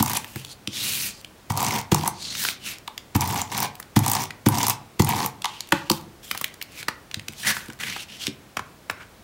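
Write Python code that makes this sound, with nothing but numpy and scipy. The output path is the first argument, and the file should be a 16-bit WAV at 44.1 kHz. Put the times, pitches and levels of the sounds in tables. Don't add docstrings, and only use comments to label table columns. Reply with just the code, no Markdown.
import sys
import numpy as np
from scipy import signal
from scipy.fft import rfft, irfft, next_fast_len
from scipy.io import wavfile
from scipy.ndimage import uniform_filter1d

SR = 44100
rng = np.random.default_rng(int(sys.argv[2]) if len(sys.argv) > 2 else 0)


def pcm_store(signal):
    levels = np.round(np.clip(np.atleast_2d(signal), -1, 1) * 32767)
    wavfile.write(sys.argv[1], SR, levels.astype(np.int16).T)


N = 407043

# frequency in Hz, relative level in dB.
HUSH_SPECTRUM = [(18, -44), (30, 16), (106, 7), (227, 0.5), (461, -3), (962, -7.5), (14800, -24),
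                 (16000, -18)]
# frequency in Hz, time to fall by 60 dB in seconds.
ROOM_DECAY = [(150, 0.56), (1500, 0.37), (14000, 0.11)]
# frequency in Hz, relative level in dB, time to fall by 60 dB in seconds.
TABLE_MODES = [(97, 6.5, 0.17), (142.5, 5, 0.11), (209, 3.5, 0.093), (295.6, -3, 0.08),
               (344.6, -5.5, 0.079), (505, -18, 0.067)]
# frequency in Hz, width in Hz, relative level in dB.
HOUSING_MODES = [(731, 64, 9.5), (865, 58.5, 17), (967, 107, 14), (1185, 158, 8.5), (2200, 280, -9.5)]
# frequency in Hz, relative level in dB.
GEAR_COLOUR = [(1000, 2), (2000, 6), (4200, 3.5), (6000, 4), (9900, -3), (14000, -4.5), (16000, -2)]

# start in seconds, gathering, steady and slowing times in seconds,
# relative level in dB, treble slope in dB per octave at full speed, card resonance in Hz at the start and at the end.
CARD_SLIDES = [(.17, 0.032, 0.19, .02, -47, -0.5, 2500, 2900),
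               (0.348, 0.022, 0.044, 0.14, -42, -4.5, 2550, 3700),
               (.46, 0.051, 0.016, 0.019, -39, -8, 4000, 4500),
               (0.698, 0.046, 0.1, 0.37, -28, -8, 3350, 4700), (.75, .1, .225, .06, -30.5, 1, 2800, 2600),
               (2.128, 0.096, .28, 0.081, -31.5, -21, 4540, 3500),
               (2.298, 0.099, 0.094, 0.086, -34, 2.5, 2330, 950),
               (2.596, 0.068, 0.055, 0.068, -29, -5, 2970, 2400),
               (5.438, 0.013, 0.08, 0.29, -38, -13, 3100, 2400),
               (5.718, 0.009, 0.017, 0.23, -35, -8, 2720, 2900),
               (5.9, 0.018, 0.024, 0.12, -42.5, 4, 3100, 4300),
               (6.222, 0.011, 0.17, .16, -42.5, -3, 3240, 2900),
               (6.683, 0.11, 0.013, 0.048, -33.5, -4, 2770, 2150),
               (7.322, 0.081, 0.032, 0.018, -33.5, -5.5, 3300, 3300),
               (7.428, 0.044, 0.04, 0.028, -16, -3.5, 1850, 1730),
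               (7.5, 0.044, 0.025, 0.17, -32, -2, 1750, 1600),
               (7.788, 0.015, 0.076, 0.088, -28, -6.5, 1860, 2100),
               (7.86, .03, .14, 0.026, -33, -8.5, 2230, 3000),
               (8.068, 0.029, 0.072, 0.022, -38.5, -11, 2780, 3000),
               (8.169, 0.045, 0.064, 0.027, -30.5, -10, 3350, 3200),
               (8.95, 0.061, 0.02, 0.013, -35, -11, 1500, 1430)]
# time in seconds, body level in dB, body pitch in Hz,
# relative crack level in dB.
CARD_TAPS = [(0.244, -21, 2400, -27), (5.42, -21.5, 3750, -61), (7.195, -23, 2800, -54),
             (7.567, -18, 1530, -43), (7.835, -15, 2000, -34), (7.962, -19.5, 1040, -43),
             (3.753, -29.5, 3055, -27), (3.827, -30, 3120, -40), (0.358, -23, 1090, -20),
             (0.448, -22, 3380, -33), (0.674, -10, 3400, -43), (1.246, -21.5, 2600, -59),
             (2.351, -17, 2220, -31), (2.438, -19.5, 1930, -9), (2.45, -9.5, 1980, -17),
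             (2.486, -9.5, 2250, -31), (2.877, -18, 2280, -36), (2.978, -15.5, 3150, -58),
             (3.799, -25, 1260, -15), (4.306, -19, 1890, -54), (5.444, -10.5, 2500, -39),
             (5.455, -10.5, 3340, -33), (5.606, -13.5, 4500, -26), (5.722, -1, 1750, -21),
             (5.899, 0, 4560, -4), (5.915, -7.5, 5030, -9), (6.312, -9, 1970, -14),
             (6.348, -20.5, 1010, -24), (6.375, -17, 3160, -16), (6.412, -18.5, 1020, -11),
             (6.442, -9, 2940, -9), (6.614, -20, 2380, -24), (6.624, -21.5, 4076, -14),
             (6.828, -18.5, 2320, -40), (6.883, -9.5, 1140, -18), (7.113, -23, 2730, -51),
             (7.143, -9.5, 3440, -31), (7.283, -16, 2800, -25), (7.7, -25.5, 1540, -55),
             (8.268, -7.5, 3340, -29), (8.277, -15.5, 2600, -42), (8.569, -10, 1200, -45),
             (8.592, -15.5, 1140, -44), (8.898, -9, 1600, -42.5), (8.909, -28, 1110, -23)]
# time in seconds, relative thud level in dB, hardness in dB per octave.
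HAND_BUMPS = [(0.356, -19, 5), (0.674, -23.5, 7.5), (5.724, -21.5, 16), (5.904, -16.5, 12),
              (7.166, -21.5, 1.5), (7.287, -33.5, 8.5), (7.684, -29.5, 10), (8.277, -27.5, 10.5),
              (8.597, -29, -8), (8.905, -25.5, -14)]

# time in seconds, relative thud level in dB,
# hardness in dB per octave, click level in dB, bounce delay in seconds, relative bounce click level in dB.
NOSE_LANDINGS = [(0.0, -16.5, 1, -22.5, 0.025, -11.5), (1.5, -16.5, -6.5, -27, 0.019, -26.5),
                 (1.917, -14.5, 4, -18, 0.027, -11.5), (3.15, -15.5, 0.5, -22, .011, -22),
                 (3.962, -11.5, 3, -17, 0.027, -19), (4.461, -16, 5, -20.5, 0.024, -13),
                 (4.995, -12.5, 3.5, -17, 0.024, -16)]
# full roll from in seconds, stop in seconds, relative tape hiss level in dB,
# relative housing rumble level in dB, relative stop click level in dB.
GUN_PULLS = [(0.062, 0.169, -39, -39, -18), (1.575, 1.787, -37, -30, -25), (1.97, 2.0754, -41, -34, -14),
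             (3.218, 3.415, -39.5, -31, -18.5), (3.526, 3.647, -38, -33.5, -46),
             (4.038, 4.236, -38.5, -33, -20.5), (4.544, 4.711, -35, -30, -27),
             (5.07, 5.2597, -38, -29.5, -16.5)]
# first click in seconds, last click in seconds, approximate gap in seconds,
# relative click level in dB.
TOOTH_RUNS = [(0.0595, 0.1497, .018, -21), (1.626, 1.683, .0175, -20), (3.257, 3.375, .0165, -28),
              (3.576, 3.627, .024, -18), (4.0612, 4.15, .017, -15.5), (4.6657, 4.696, .015, -12.5)]
# time in seconds, relative click level in dB.
TOOTH_SLIPS = [(1.5726, -18), (1.603, -21.5), (1.812, -27), (3.2068, -18), (3.215, -24), (3.239, -28),
               (4.2187, -28), (4.55, -26), (4.583, -16), (4.6287, -16), (5.045, -21.5), (5.0894, -17.5),
               (5.164, -27.5)]
# time in seconds, strike level in dB.
SHELL_KNOCKS = [(2.879, 1.5), (5.445, 9.5), (5.458, 8.5), (5.724, 16), (5.9, 13), (5.915, 4)]

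LEAD = 0.008
START_S, STOP_S = 0.11, 0.067
REST_DB = 41.5
HISS_GAIN_DB, RUMBLE_GAIN_DB = 3.5, -1
FAINT_DB, DULL_DB = 21, 6
SPREAD = 0.1395
TOP_HZ = 15900


def amp(db):
    return 10 ** (np.asarray(db) / 20)


def unit(x):
    return x / np.sqrt(np.mean(x ** 2) + 1e-20)


def along(points, hz):
    point_hz, values = np.transpose(points)
    return np.interp(np.log(hz + 1), np.log(point_hz + 1), values)


def filtered(x, response):
    size = next_fast_len(len(x) + SR // 2)
    spectrum = rfft(x, size) * response(np.fft.rfftfreq(size, 1 / SR))
    return irfft(spectrum, size)[:len(x)]


def modes(peaks):
    def response(f):
        total = 0
        for k, (centre, width, db) in enumerate(peaks):
            resonance = 1j * f * width / (centre * centre - f * f + 1j * f * width)
            total = total + (-1) ** k * amp(db) * resonance
        return total
    return response


def tinted(x, hz, width):
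    return signal.lfilter(*signal.iirpeak(hz, 1 / width, SR), x)


def grit(rate, spread_db, life):
    sizes = amp(spread_db * np.minimum(rng.exponential(size=N), 2))
    kicks = (rng.random(N) < rate / SR) * sizes
    envelope = signal.lfilter([1], [1, -np.exp(-1 / (life * SR))], kicks)
    return unit(rng.standard_normal(N) * envelope)


def patchy(x, depth_db, tall, long):
    f, t, z = signal.stft(x, SR, nperseg=256)
    field = uniform_filter1d(rng.standard_normal(z.shape), tall, axis=0)
    field = uniform_filter1d(field, long, axis=1)
    return f, t, z * amp(depth_db * unit(field))


def unpatched(z):
    return signal.istft(z, SR, nperseg=256)[1]


def add(track, s, sound):
    at = round(s * SR)
    track[max(at, 0):][:len(sound) + min(at, 0)] += sound[max(-at, 0):]


def burst(rise, life):
    t = np.arange(SR // 40) / SR
    envelope = np.exp(np.minimum((t - LEAD) / rise, (LEAD - t) / life))
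    puff = rng.standard_normal(len(t)) * envelope
    return puff / np.abs(puff).max()


def motion(t, start, gather, steady, slow):
    end = start + gather + steady + slow
    return np.clip(np.minimum((t - start) / gather, (end - t) / slow), 0, 1)


def hush():
    noise = filtered(rng.standard_normal(N), lambda hz: amp(along(HUSH_SPECTRUM, hz)))
    return amp(-46.5) * unit(noise)


def room(x):
    hz, t, z = signal.stft(rng.standard_normal(SR // 2), SR, nperseg=256)
    tail = unpatched(z * amp(-60 * t / along(ROOM_DECAY, hz)[:, None]))
    delayed = np.pad(x, (150, 0))
    return signal.fftconvolve(delayed, tail / np.linalg.norm(tail))[:N]


def thud(db, tilt_db, attack):
    t = np.arange(SR // 2) / SR
    lowest_hz = TABLE_MODES[0][0]
    ring = np.zeros(len(t))
    for k, (hz, level, t60) in enumerate(TABLE_MODES):
        own_db = rng.normal(0, 2)
        moved = rng.normal(0, 0.05)
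        strength = level + own_db + tilt_db * np.log2(hz / lowest_hz)
        ring += (-1) ** k * amp(strength - 60 * t / t60) * np.sin(2 * np.pi * hz * (1 + moved) * t)
    return amp(db) * ring * (1 - np.exp(-t / attack))


def drag():
    board = modes([(hz, np.log(1000) / np.pi / t60 * 2, db) for hz, db, t60 in TABLE_MODES])
    return unit(filtered(rng.standard_normal(N), board))


def slides():
    rub = unit(grit(rate=3100, spread_db=3, life=0.002) + 0.6 * rng.standard_normal(N))
    f, t, z = patchy(rub, 1.5, tall=6, long=10)
    colour, level, moving = np.zeros(z.shape), np.zeros(len(t)), np.zeros(len(t))
    for start, *seconds, db, treble_db, from_hz, to_hz in CARD_SLIDES:
        speed = motion(t, start, *seconds)
        on = speed > 0
        slow = 1 - speed[on]
        centre = np.interp(t[on], [start, start + sum(seconds)], [from_hz, to_hz])
        card = amp(4) / (1 + ((f[:, None] - centre) / (0.09 * centre)) ** 2)
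        above = np.log2(f[:, None] / centre + 0.0025)
        bass_db = np.minimum(7 * above, 0)
        slope_db = treble_db - DULL_DB * slow
        broad = amp(bass_db + slope_db * np.maximum(above - 0.7, 0))
        loudness = amp(db - FAINT_DB * slow)
        colour[:, on] += loudness * (card + broad)
        level[on] += loudness
        moving[on] = 1
    sheet = unpatched(z * colour)[:N]
    crackles = tinted(grit(rate=30, spread_db=3, life=0.001), 4000, width=2.5)
    level, moving = (np.interp(np.arange(N) / SR, t, curve) for curve in (level, moving))
    return sheet + amp(-16) * level * drag() + amp(-50.5) * moving * crackles


def taps():
    out, push = np.zeros((2, N + SR))
    for s, db, hz, crack_db in CARD_TAPS:
        body = tinted(burst(rise=0.00075, life=4.3 / hz), hz, width=0.61)
        body = amp(db) * body / np.abs(body).max()
        crack = np.diff(burst(rise=0.00028, life=0.0025), prepend=0)
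        add(out, s + 0.00106 - LEAD, body + amp(crack_db - 3.5) * crack)
        push[round(s * SR)] = amp(db) * (1000 / hz) ** 2
    for s, db, hard_db in HAND_BUMPS:
        add(out, s, thud(db - 13.0, tilt_db=hard_db, attack=0.0053))

    def bending(hz):
        phase = -4 * np.pi * SPREAD * (np.sqrt(hz) - hz / 80)
        return np.exp(1j * phase) / (1 + (hz / 500) ** 2)

    return out[:N] + amp(24.5) * filtered(push[:N], bending)


def rolling(column, gain_db):
    t = np.arange(N) / SR
    level = np.zeros(N)
    for row in GUN_PULLS:
        begin, stop = row[:2]
        speed = motion(t, begin - START_S, START_S, stop - begin, STOP_S)
        to_go = np.clip((stop - t) / (stop - begin), 0, 1)
        level += (speed > 0) * amp(row[column] - gain_db * to_go - REST_DB * (1 - speed))
    return level


def teeth():
    bounces = [(row[0] + row[4], row[5]) for row in NOSE_LANDINGS]
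    runs = []
    for first, last, gap, db in TOOTH_RUNS:
        count = round((last - first) / gap) + 1
        runs += [(s, db) for s in np.linspace(first, last, count)]
    jolts = [(row[1], row[4]) for row in GUN_PULLS]
    return bounces + runs + list(TOOTH_SLIPS) + jolts


def peeling():
    glue = grit(rate=900, spread_db=2, life=0.001)
    rattle = grit(rate=110, spread_db=3, life=0.002)
    grains = patchy(glue + 0.7 * rattle, 3, tall=14, long=2)[2]
    return unit(unpatched(grains)[:N])


def tape_gun():
    hiss, rumble = rolling(2, HISS_GAIN_DB), rolling(3, RUMBLE_GAIN_DB)
    clicks, knocks, raps, table = np.zeros((4, N + SR))
    for s, db in teeth():
        click = np.diff(burst(rise=0.0009, life=0.0013), prepend=0)
        click += 2 * tinted(click, rng.uniform(4000, 15000), width=0.25)
        add(clicks, s + 0.0023 - LEAD, amp(db - 2.5) * click)
        strike = amp(db + 20.5 + rng.normal(0, 2.2)) * rng.choice([-1, 1])
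        knocks[round((s + 0.002) * SR)] += strike
    for s, db, hard_db, click_db, *_ in NOSE_LANDINGS:
        add(table, s + 0.0019, thud(db - 1.0, tilt_db=hard_db, attack=0.00031))
        add(clicks, s + 0.001616 - LEAD, amp(click_db) * burst(rise=0.0017, life=0.0094))
        knocks[round((s + 0.003) * SR)] += amp(db + 23.0)
    for s, db in SHELL_KNOCKS:
        raps[round(s * SR)] = amp(db)

    peel = peeling()
    shell = modes(HOUSING_MODES)

    def shell_from_outside(hz):
        return shell(hz) * (hz / 1000) ** 2 / (1 + (hz / 1500) ** 4)

    bright = filtered(clicks[:N] + hiss * peel, lambda hz: amp(along(GEAR_COLOUR, hz) + 8))
    housing = rumble * unit(filtered(peel, shell)) + filtered(knocks[:N], shell)
    housing += filtered(raps[:N], shell_from_outside)
    return bright + housing + amp(-2.0) * rumble * drag() + table[:N]


def scene():
    gun, knocks, rubs = tape_gun(), taps(), slides()
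    to_room = amp(-10.5) * gun + amp(-13) * knocks + amp(-12.5) * rubs
    return (gun + knocks + rubs + room(to_room) + hush())[None]


def record(dry):
    heard = filtered(dry[0], lambda hz: (1j * hz / 60 / (1 + 1j * hz / 60)) ** 3)
    heard = heard / (1 + np.abs(heard / 0.75) ** 4) ** (1 / 4)
    return filtered(heard, lambda hz: np.clip((TOP_HZ - hz) / 150, 0, 1))[None]


dry = scene()
out = record(dry)
pcm_store(out)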